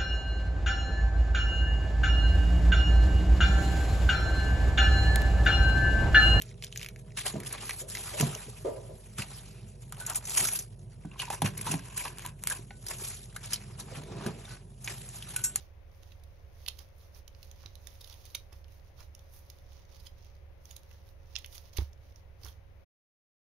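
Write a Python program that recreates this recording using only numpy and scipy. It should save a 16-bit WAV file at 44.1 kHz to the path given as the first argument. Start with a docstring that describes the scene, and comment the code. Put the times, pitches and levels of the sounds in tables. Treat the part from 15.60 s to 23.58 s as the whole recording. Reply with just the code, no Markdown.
"""A cat bites and claws pieces off a corrugated cardboard scratching pad in a small room.
From the start an appliance hums (wavering sines) in rushing air (shaped noise), and shreds rustle
(clumped random slips). Paper walls snap and rip (bursts of fibre fractures), paws scuff (dull grains),
and from 1.1 s on a paw lands on the hollow pad with a thump (decaying sines).
At 7.24 s the sound is switched off, and silence follows."""
import sys
import numpy as np
from scipy import signal
from scipy.fft import rfft, irfft
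from scipy.io import wavfile

SR = 44100
rng = np.random.default_rng(int(sys.argv[2]) if len(sys.argv) > 2 else 0)


def wav_out(sig):
    """Save sig, one row per channel (or a flat mono array), as 16-bit PCM at SR to the path in sys.argv[1]."""
    wavfile.write(sys.argv[1], SR, np.round(np.clip(np.atleast_2d(sig).T, -1, 1) * 32767).astype(np.int16))


N = 351918
OFF_S = 7.242


def from_db(db):
    """Amplitude ratio of a level in dB."""
    return 10 ** (np.asarray(db) / 20)


def rms_one(x):
    """Scale to an RMS of 1."""
    return x / np.sqrt(np.mean(x ** 2) + 1e-20)


def at_hz(points, hz):
    """Read a spectrum on a log-frequency axis."""
    known_hz, values = np.transpose(points)
    return np.interp(np.log(hz + 1e-3), np.log(known_hz), values)


def colour(x, points, share=1, size=8192):
    """Causal (minimum-phase) filter with share times the given dB shape."""
    shape_db = share * at_hz(points, np.fft.rfftfreq(size, 1 / SR))
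    cepstrum = irfft(np.log(from_db(shape_db)))
    # fold the cepstrum onto positive time: minimum phase
    cepstrum[1:size // 2] *= 2
    cepstrum[size // 2 + 1:] = 0
    response = irfft(np.exp(rfft(cepstrum)))
    response = response.reshape((1,) * (x.ndim - 1) + (-1,))
    return signal.oaconvolve(x, response, axes=-1)[..., :x.shape[-1]]


def place(pair, tilt):
    """Tilt left against right, frequency by frequency, by 1.202 times the dB in tilt."""
    left = colour(pair[0], tilt, .5)
    right = colour(pair[1], tilt, -0.702)
    return np.array([left, right])


def resonance(x, hz, width_hz):
    """Two-pole band-pass."""
    r = np.exp(-np.pi * width_hz / SR)
    zeros = [(1 - r * r) / 2, 0, (r * r - 1) / 2]
    poles = [1, -2 * r * np.cos(2 * np.pi * hz / SR), r * r]
    return signal.lfilter(zeros, poles, x + 1e-18)


def band_rms(x, low_hz, high_hz):
    """Level of the part of x inside a band."""
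    band = signal.butter(2, [low_hz, high_hz], "band", fs=SR, output="sos")
    return np.std(signal.sosfilt(band, x))


def add(track, start_s, sound):
    """Mix a short sound into a track."""
    start = int(start_s * SR)
    track[..., max(start, 0):start + sound.shape[-1]] += sound[..., max(-start, 0):N - start]


def drift(per_s, size=4000):
    """Slow random wander: straight lines between normal draws of spread 1, per_s draws a second."""
    return np.interp(np.arange(N) / SR * per_s, np.arange(size), rng.standard_normal(size))


def two_ways(size, unlike):
    """Crumpled paper radiates unevenly: each fracture reaches left and right with its own strength."""
    return (1 + unlike * rng.standard_normal((2, size))) / np.sqrt(1 + unlike ** 2)


def hum(waver_db=.8, waver_hz=0.421):
    """Steady tones of the appliance's motor and fan, wavering a little in level and speed."""
    # tones: pitch_hz, level_db, left_minus_right_db
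    tones = [(31.65, -61, -10), (63.08, -62.5, -3.5), (73.27, -56, -2), (94.7, -61, 1),
             (100.66, -71.5, -5.5), (171.8, -80, 0.5), (261.2, -86, 0.5), (519.2, -85.5, 14),
             (548.04, -79, 22), (585.5, -89, 23)]
    out = np.zeros((2, N))
    for hz, level_db, side_db in tones:
        cycles = np.cumsum(hz + waver_hz * drift(1.98)) / SR
        tone = np.sqrt(2) * np.sin(2 * np.pi * (rng.random() + cycles))
        pan_db = side_db * np.array([[.5], [-.5]])
        out += from_db(level_db + waver_db * drift(3.3) + pan_db) * tone
    return out


def air(level_db=-68.5):
    """Even rush and rumble of moving air, alike on both sides only in the bass."""
    # noise spectrum: freq_hz, relative_db_per_hz
    rush = [(20, 13), (50, 13), (66, 21.5), (90, 11), (125, 8.5), (175, -0.5), (240, -9), (330, -1),
            (550, -0.5), (750, -4.5), (1320, -10), (2100, -10), (5800, -28), (15000, -29.5)]
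    # left against right, before the scaling in place(): freq_hz, tilt_db
    air_tilt = [(60, -7.5), (200, -5.5), (380, 3.5), (700, 7.5), (1300, 1), (2400, 7.5), (4400, 3),
                (15000, 3.5)]
    # left-right likeness: freq_hz, likeness_0_to_1
    likeness = [(100, 0.9), (250, .7), (600, .4), (1500, 0), (10000, .05)]
    alike = np.clip(at_hz(likeness, np.fft.rfftfreq(N, 1 / SR)), 0, 1)
    mid, side = rfft(rng.standard_normal((2, N)))
    pair = irfft(np.sqrt(1 + alike) * mid + np.sqrt(1 - alike) * side * [[1], [-1]], N)
    pair = place(colour(pair, rush), air_tilt)
    return from_db(level_db) * pair / band_rms(pair.mean(axis=0), 300, 1500)


def stirring(settle=1.3, rest_rub_db=-85, rest_crackle_db=-90):
    """Gains of rub and crackle: strokes swell, settle more slowly, and add in power where they overlap."""
    # a paw or the chin pushes through the shreds: peak_s, relative_level_db, swell_s, crackle_re_rub_db
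    strokes = [ (.01, -65.5, 0.0262, -6), (.36, -78, .035, 2), (.48, -71.5, .05, -3), (.74, -79, .09, -3),
               (1.065, -66.5, 0.0697, -2), (1.209, -64, 0.0177, -2.5), (1.422, -70.5, 0.0414, 0),
               (1.563, -63.5, 0.017, -1), (1.842, -69.5, 0.058, -2.5), (2.029, -67, 0.0723, -12),
               (2.297, -65, 0.0567, -3), (2.517, -63, 0.0696, -2.5), (2.713, -65, 0.0545, -3.5),
               (2.954, -71, 0.027, 0.5), (3.13, -71.5, 0.0339, -1.5), (3.27, -73, .025, -5),
               (3.408, -61.5, 0.0217, -5), (3.62, -75, .07, -3), (3.754, -72.5, 0.022, 13),
               (3.888, -71, 0.082, -3), (4.146, -66.5, 0.051, -16), (4.347, -64.5, 0.0348, -11),
               (4.45, -70.5, 0.0273, 1), (4.63, -70, 0.063, -23.5), (5.108, -67.5, 0.0428, 0.5),
               (5.32, -70, .06, -6), (5.48, -75, .025, 1), (5.771, -66, 0.0677, -7),
               (5.951, -60.5, 0.0278, 1.5), (6.063, -65.5, 0.0182, -4.5), (6.192, -57.5, 0.0262, -3.5),
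               (6.458, -72, 0.0335, -4.5), (6.578, -72, 0.0202, -5), (6.865, -59, 0.0249, -2)]
    t = np.arange(0, N, 32) / SR
    # the cat's weight keeps the pile stirring between strokes
    rub, crackle = from_db(rest_rub_db) ** 2, from_db(rest_crackle_db) ** 2
    for s, level_db, swell_s, crackle_db in strokes:
        away = np.maximum(s - t, (t - s) / settle) / swell_s
        push = from_db(level_db) * 2 / (np.exp(np.minimum(away, 20)) + np.exp(-away))
        rub = rub + push ** 2
        crackle = crackle + (push * from_db(crackle_db)) ** 2
    return [np.interp(np.arange(N) / SR, t, np.sqrt(power)) for power in (rub, crackle)]


def grains(per_s, spread_db, smooth, clump_db=2, clumps_per_s=120, unlike=1.0):
    """Countless tiny slips of uneven size, coming in clumps over a smooth rub."""
    slips, clumps = np.zeros((2, N)), drift(clumps_per_s)
    rub = smooth * rng.standard_normal((2, N))
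    at = np.flatnonzero(rng.random(N) < per_s / SR)
    sizes_db = spread_db * np.minimum(rng.exponential(1, len(at)), 4) + clump_db * clumps[at]
    signs = rng.choice([-1, 1], len(at))
    slips[:, at] = from_db(sizes_db) * signs * two_ways(len(at), unlike)
    return rms_one(slips) + rub


def rustle(rub_gain, fine_gain, rub_db=-2):
    """Shreds slide over each other, and their loose fibres crackle."""
    # sliding shreds: freq_hz, relative_db_per_hz
    rub_shape = [(150, -13.5), (450, 0), (1000, 1.5), (1500, -8.5), (2500, -5), (3600, -2), (6000, -2.5),
                 (9000, -19.5), (15500, -7)]
    # crackling fibres: freq_hz, relative_db_per_hz
    fine_shape = [(300, -24.5), (1000, -3.5), (2000, -13), (6000, -6.5), (9500, -8), (12000, 0.5),
                  (15500, -2.5)]
    rub = colour(grains(per_s=2200, spread_db=3.5, smooth=0.83), rub_shape)
    fine = colour(grains(per_s=3500, spread_db=4.0, smooth=0.686), fine_shape)
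    rub = rub / band_rms(rub[0], 2500, 6500)
    fine = fine / band_rms(fine[0], 9000, 15000)
    return from_db(rub_db) * rub_gain * rub + fine_gain * fine


def ticks(rub_gain, count=400, per_s=11, tick_db=-63, spread_db=2.2, at_rub_db=-70):
    """Faint breaks by chance, more often and louder under a stroke, as rows like the table in snaps().

    per_s and tick_db hold where the rub gain is at_rub_db; count is the number of candidates.
    """
    rate_follows, level_follows = .6, .5  # shares of the rub's swing in dB
    half_s, low_hz, high_hz, crisp_db = .0008, 2402, 6000, -2.5
    when, chance, pitch = rng.random((3, count))
    level, crisp, beam = rng.standard_normal((3, count)) * spread_db
    s = (np.arange(count) + when) / count * OFF_S
    push_db = 20 * np.log10(rub_gain[(s * SR).astype(int)]) - at_rub_db
    rows = np.transpose([s, tick_db + level_follows * push_db + level, np.full(count, half_s),
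                         low_hz * (high_hz / low_hz) ** pitch, crisp_db + 2 * crisp, beam])
    kept = chance < per_s * OFF_S / count * from_db(rate_follows * push_db)
    return rows[kept].tolist()


def snaps(faint_breaks, fibres_per_s=7000, spread_db=3.5, ring_width_hz=2200, widen_s=0.005, ring_db=-2,
          crack_db=8.02, shortest_s=0.0019, steepness=0.96, unlike=0.55, scatter_db=-2, scatter_t60_s=0.014,
          size=2048):
    """Each break is a swelling run of fibre fractures: a broad crack plus the short ring of the paper wall."""
    # loudest walls breaking: peak_s, relative_level_db, swell_s, ring_hz, crack_re_ring_db, left_treble_db
    wall_breaks = [ (.433, -53.5, 0.00075, 2400, -5, -4), (.521, -50.5, 0.0014, 2390, -15, 0),
                   (.638, -58, 0.00132, 3600, 0, -3), (1.0633, -33, .00035, 3600, -16, -6),
                   (1.0796, -37.5, .0006, 3800, -3.5, -6), (1.0837, -30.5, 0.00068, 2800, -5, -7),
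                   (1.0862, -32, 0.0012, 2910, -4.5, -7), (1.191, -46, 0.00212, 5000, 1, 0),
                   (1.548, -56, .001, 5800, -10, 0), (1.6792, -49, 0.00068, 5550, 0, 2),
                   (1.749, -51, 0.00035, 2580, -20.5, 0), (1.8301, -43.5, 0.00064, 5130, -6, -2),
                   (1.9142, -52.5, 0.00092, 6000, 2, 2), (2.0612, -38, 0.00074, 3200, -18, -3),
                   (2.1551, -50, 0.000555, 3600, 1, -5), (2.2718, -44.5, .0005, 3200, 30, -7),
                   (2.413, -45.5, 0.00212, 4240, -4, 1), (2.4448, -43.5, 0.0016, 4170, -9, -3),
                   (2.4759, -53, .0006, 3400, 1.5, -4), (2.499, -47.5, 0.00089, 4100, -5.5, -4),
                   (2.527, -49, 0.00173, 3740, -6, -4), (2.6546, -51.5, .0012, 5600, 12, -2),
                   (2.664, -53.5, .003, 4500, 0, -3), (2.7503, -30.5, 0.0013, 3200, -1, -7),
                   (2.7548, -38, 0.00107, 5280, -6.5, -6), (2.93, -53.5, 0.00236, 5000, -4, 0),
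                   (3.044, -56.5, .001, 3480, -12, 0), (3.4052, -47, 0.00078, 5630, -6.5, 0),
                   (3.5506, -51, .0005, 5200, 5, -6), (3.5931, -56.5, 0.00043, 5370, 1, 0),
                   (3.9012, -44.5, 0.00053, 5920, -2, -8), (4.402, -57, 0.0039, 4400, -1, -4),
                   (4.468, -49, 0.004, 3100, 1, -7), (5.0556, -54.5, .0005, 5900, 6, 1.5),
                   (5.1103, -50.5, 0.00164, 6200, 8, 3), (5.1652, -46.5, 0.00157, 6400, 2, 4),
                   (5.313, -52, .0015, 1700, -12, 0), (5.7562, -30.5, .0014, 3400, -27, 0),
                   (5.7635, -24.5, .00025, 3400, -26, 0), (5.7868, -48, .0022, 3400, 2.5, 0),
                   (5.8458, -35.5, 0.000525, 3200, -16, 0), (5.8615, -49.5, 0.00055, 4500, 21, 0),
                   (5.9276, -54, 0.00098, 4800, 1, 0), (5.953, -49.5, .005, 5000, 6, 4),
                   (5.981, -43.5, 0.00063, 3688, -6, 0), (6.134, -55.5, 0.0021, 4400, 0.5, 0),
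                   (6.172, -38, 0.00264, 3800, 1, -4), (6.184, -32, .0012, 2250, -17, 2),
                   (6.332, -55.5, 0.00084, 5900, -10.5, 0), (6.5596, -50.5, 0.000387, 5100, -14, 0),
                   (6.8354, -45, .001, 4700, -12.5, 3), (6.8485, -44, .0007, 6000, -8, 3),
                   (6.8646, -54, .0012, 5200, 7, 0), (6.8848, -50, 0.0019, 3485, -3, 0)]
    # crack spectrum: freq_hz, relative_db_per_hz
    crack_shape = [(150, -12), (500, -9), (1000, -6.5), (1400, -9), (2200, -1.5), (3600, 3), (5000, -1),
                   (6300, 0.5), (9500, -2), (12000, 3), (15500, -1.5)]
    # only the top of a crack is beamed: freq_hz, share_0_to_1
    beam_shape = [(6000, 0), (9500, 1)]
    ring, crack = np.zeros((2, 2, N))
    t = (np.arange(size) - size / 2) / SR
    scatter_decay = from_db(-60 * np.arange(size // 2) / SR / scatter_t60_s)
    scatter_decay = scatter_decay / np.linalg.norm(scatter_decay)
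    for s, level_db, swell_s, hz, crisp_db, beam_db in wall_breaks + faint_breaks:
        crisp = from_db(crisp_db)
        sizes = from_db(spread_db * rng.standard_normal(size)) * rng.choice([-1, 1], size)
        fractures = sizes * (rng.random(size) < fibres_per_s / SR) * two_ways(size, unlike)
        fractures[:, size // 2] = 2  # the wall itself gives way
        fractures /= np.cosh(t / swell_s * steepness)  # fibres go one by one, most at the height
        # the flutes and boxes around scatter each break along paths of its own
        paths = from_db(scatter_db) * rng.standard_normal((2, size // 2)) * scatter_decay
        paths[:, 0] = 1
        fractures = signal.fftconvolve(fractures, paths, axes=1)[:, :size]
        strength = from_db(level_db) * np.sqrt((shortest_s + swell_s) * SR / (1 + crisp ** 2))
        # a long, crisp rip runs through walls of many sizes, so its ring is broader
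        width_hz = ring_width_hz * (1 + crisp * swell_s / widen_s)
        wall = resonance(resonance(fractures, hz, width_hz), hz, 2 * width_hz)
        start_s = s - size / 2 / SR
        add(ring, start_s, strength * wall / np.linalg.norm(wall))
        left, right = strength * crisp * fractures / np.linalg.norm(fractures)
        add(crack, start_s, np.array([colour(left, beam_shape, beam_db, size=256), right]))
    return from_db(ring_db) * ring + from_db(crack_db) * colour(crack, crack_shape)


def scuffs():
    """Short, dull rasps: paws slip over the cut edges, or the pad's body gives way under a big rip."""
    # bell-shaped drags: peak_s, relative_level_db, sigma_s
    drags = [(0.42, -80, 0.022), (1.083, -49.5, 0.0018), (1.2, -60.5, 0.0134), (1.563, -63, 0.0067),
             (2.055, -64, 0.0172), (2.756, -49, 0.00214), (2.931, -61.5, 0.0124), (3.402, -55, 0.0122),
             (4.459, -62.5, 0.0102), (5.33, -69, .02), (6.186, -43.5, 0.0029), (6.206, -55.5, 0.021),
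             (6.871, -60.5, 0.0222)]
    # rasp spectrum: freq_hz, relative_db_per_hz
    rasp_shape = [(150, -13.5), (400, -1), (1100, 4), (1600, 0), (2200, -5.5), (5000, -14), (12000, -30)]
    force, t = np.zeros(N), np.arange(-SR // 10, SR // 10) / SR
    for s, level_db, sigma_s in drags:
        add(force, s + t[0], from_db(level_db) * np.exp(-.5 * (t / sigma_s) ** 2))
    return force * rms_one(colour(grains(per_s=3000, spread_db=9.5, smooth=.5), rasp_shape))


def thumps(contact_hz=900):
    """A padded paw sets the hollow pad and the floor under it ringing; the soft contact dulls the top."""
    # soft blows: start_s, relative_level_db, ring_t60_s
    blows = [(1.086, -53.5, 0.16), (1.193, -52, 0.33), (2.056, -44.5, 0.267), (2.753, -50, 0.204),
             (2.928, -46.5, 0.213), (6.1866, -24, .24), (6.219, -35, 0.114), (6.844, -44.5, 0.328)]
    # modes of the hollow pad: mode_hz, relative_level_db, share_of_ring_t60
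    modes = [(69.7, 2, 0.94), (91, -8, 1), (128, -20.5, .6), (185.5, -23, .6), (336, -12, 0.27),
             (393, -10, 0.16), (790, -20, 0.22), (896, -20.5, 0.2)]
    out, t = np.zeros(N), np.arange(SR // 2) / SR
    for s, level_db, t60_s in blows:
        for hz, db, share in modes:
            decay = from_db(level_db + db - 60 * t / (t60_s * share))
            add(out, s, decay * np.sin(2 * np.pi * hz * t))
    return signal.sosfilt(signal.butter(1, contact_hz, fs=SR, output="sos"), out)


def room(x, tail_db=(-6, -11), t60_s=0.16, build_s=0.0028, wall_hz=9000):
    """A soft tail from the walls; the left side, turned away from the cat, hears more of it."""
    t, out = np.arange(SR // 2) / SR, []
    soften = signal.butter(1, wall_hz, fs=SR, output="sos")
    for near, level_db in zip(x, tail_db):
        tail = rng.standard_normal(len(t)) * from_db(-60 * t / t60_s) * (1 - np.exp(-t / build_s))
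        tail = signal.sosfilt(soften, tail / np.linalg.norm(tail))
        out.append(near + from_db(level_db) * signal.fftconvolve(near, tail)[:N])
    return np.array(out)


def scene(paper_db=-1.0):
    """Cardboard close to the microphone, the appliance behind."""
    # left against right, before the scaling in place(): freq_hz, tilt_db
    cat_tilt = [(100, -4.5), (600, 2.5), (1300, -4), (2400, -7), (4400, -8), (9000, -16), (14000, 0)]
    background = hum() + air()
    rub_gain, fine_gain = stirring()
    paper = rustle(rub_gain, fine_gain) + snaps(ticks(rub_gain)) + scuffs()
    cat = from_db(paper_db) * room(paper) + thumps()
    return place(cat, cat_tilt) + background


def record(dry, fade_s=0.0123, cutoff_hz=15600):
    """Microphone colour, the switch-off, and a steep top cut."""
    # the microphone's narrow treble dip: freq_hz, gain_db
    mic_shape = [(6600, -1), (7200, -17), (8300, -18), (8800, -10.5), (9500, -1)]
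    running = np.clip((OFF_S - np.arange(N) / SR) / fade_s + .5, 0, 1)
    top_cut = signal.ellip(10, .2, 90, cutoff_hz, fs=SR, output="sos")
    return signal.sosfilt(top_cut, colour(dry, mic_shape) * running)


dry = scene()
out = record(dry)
wav_out(out)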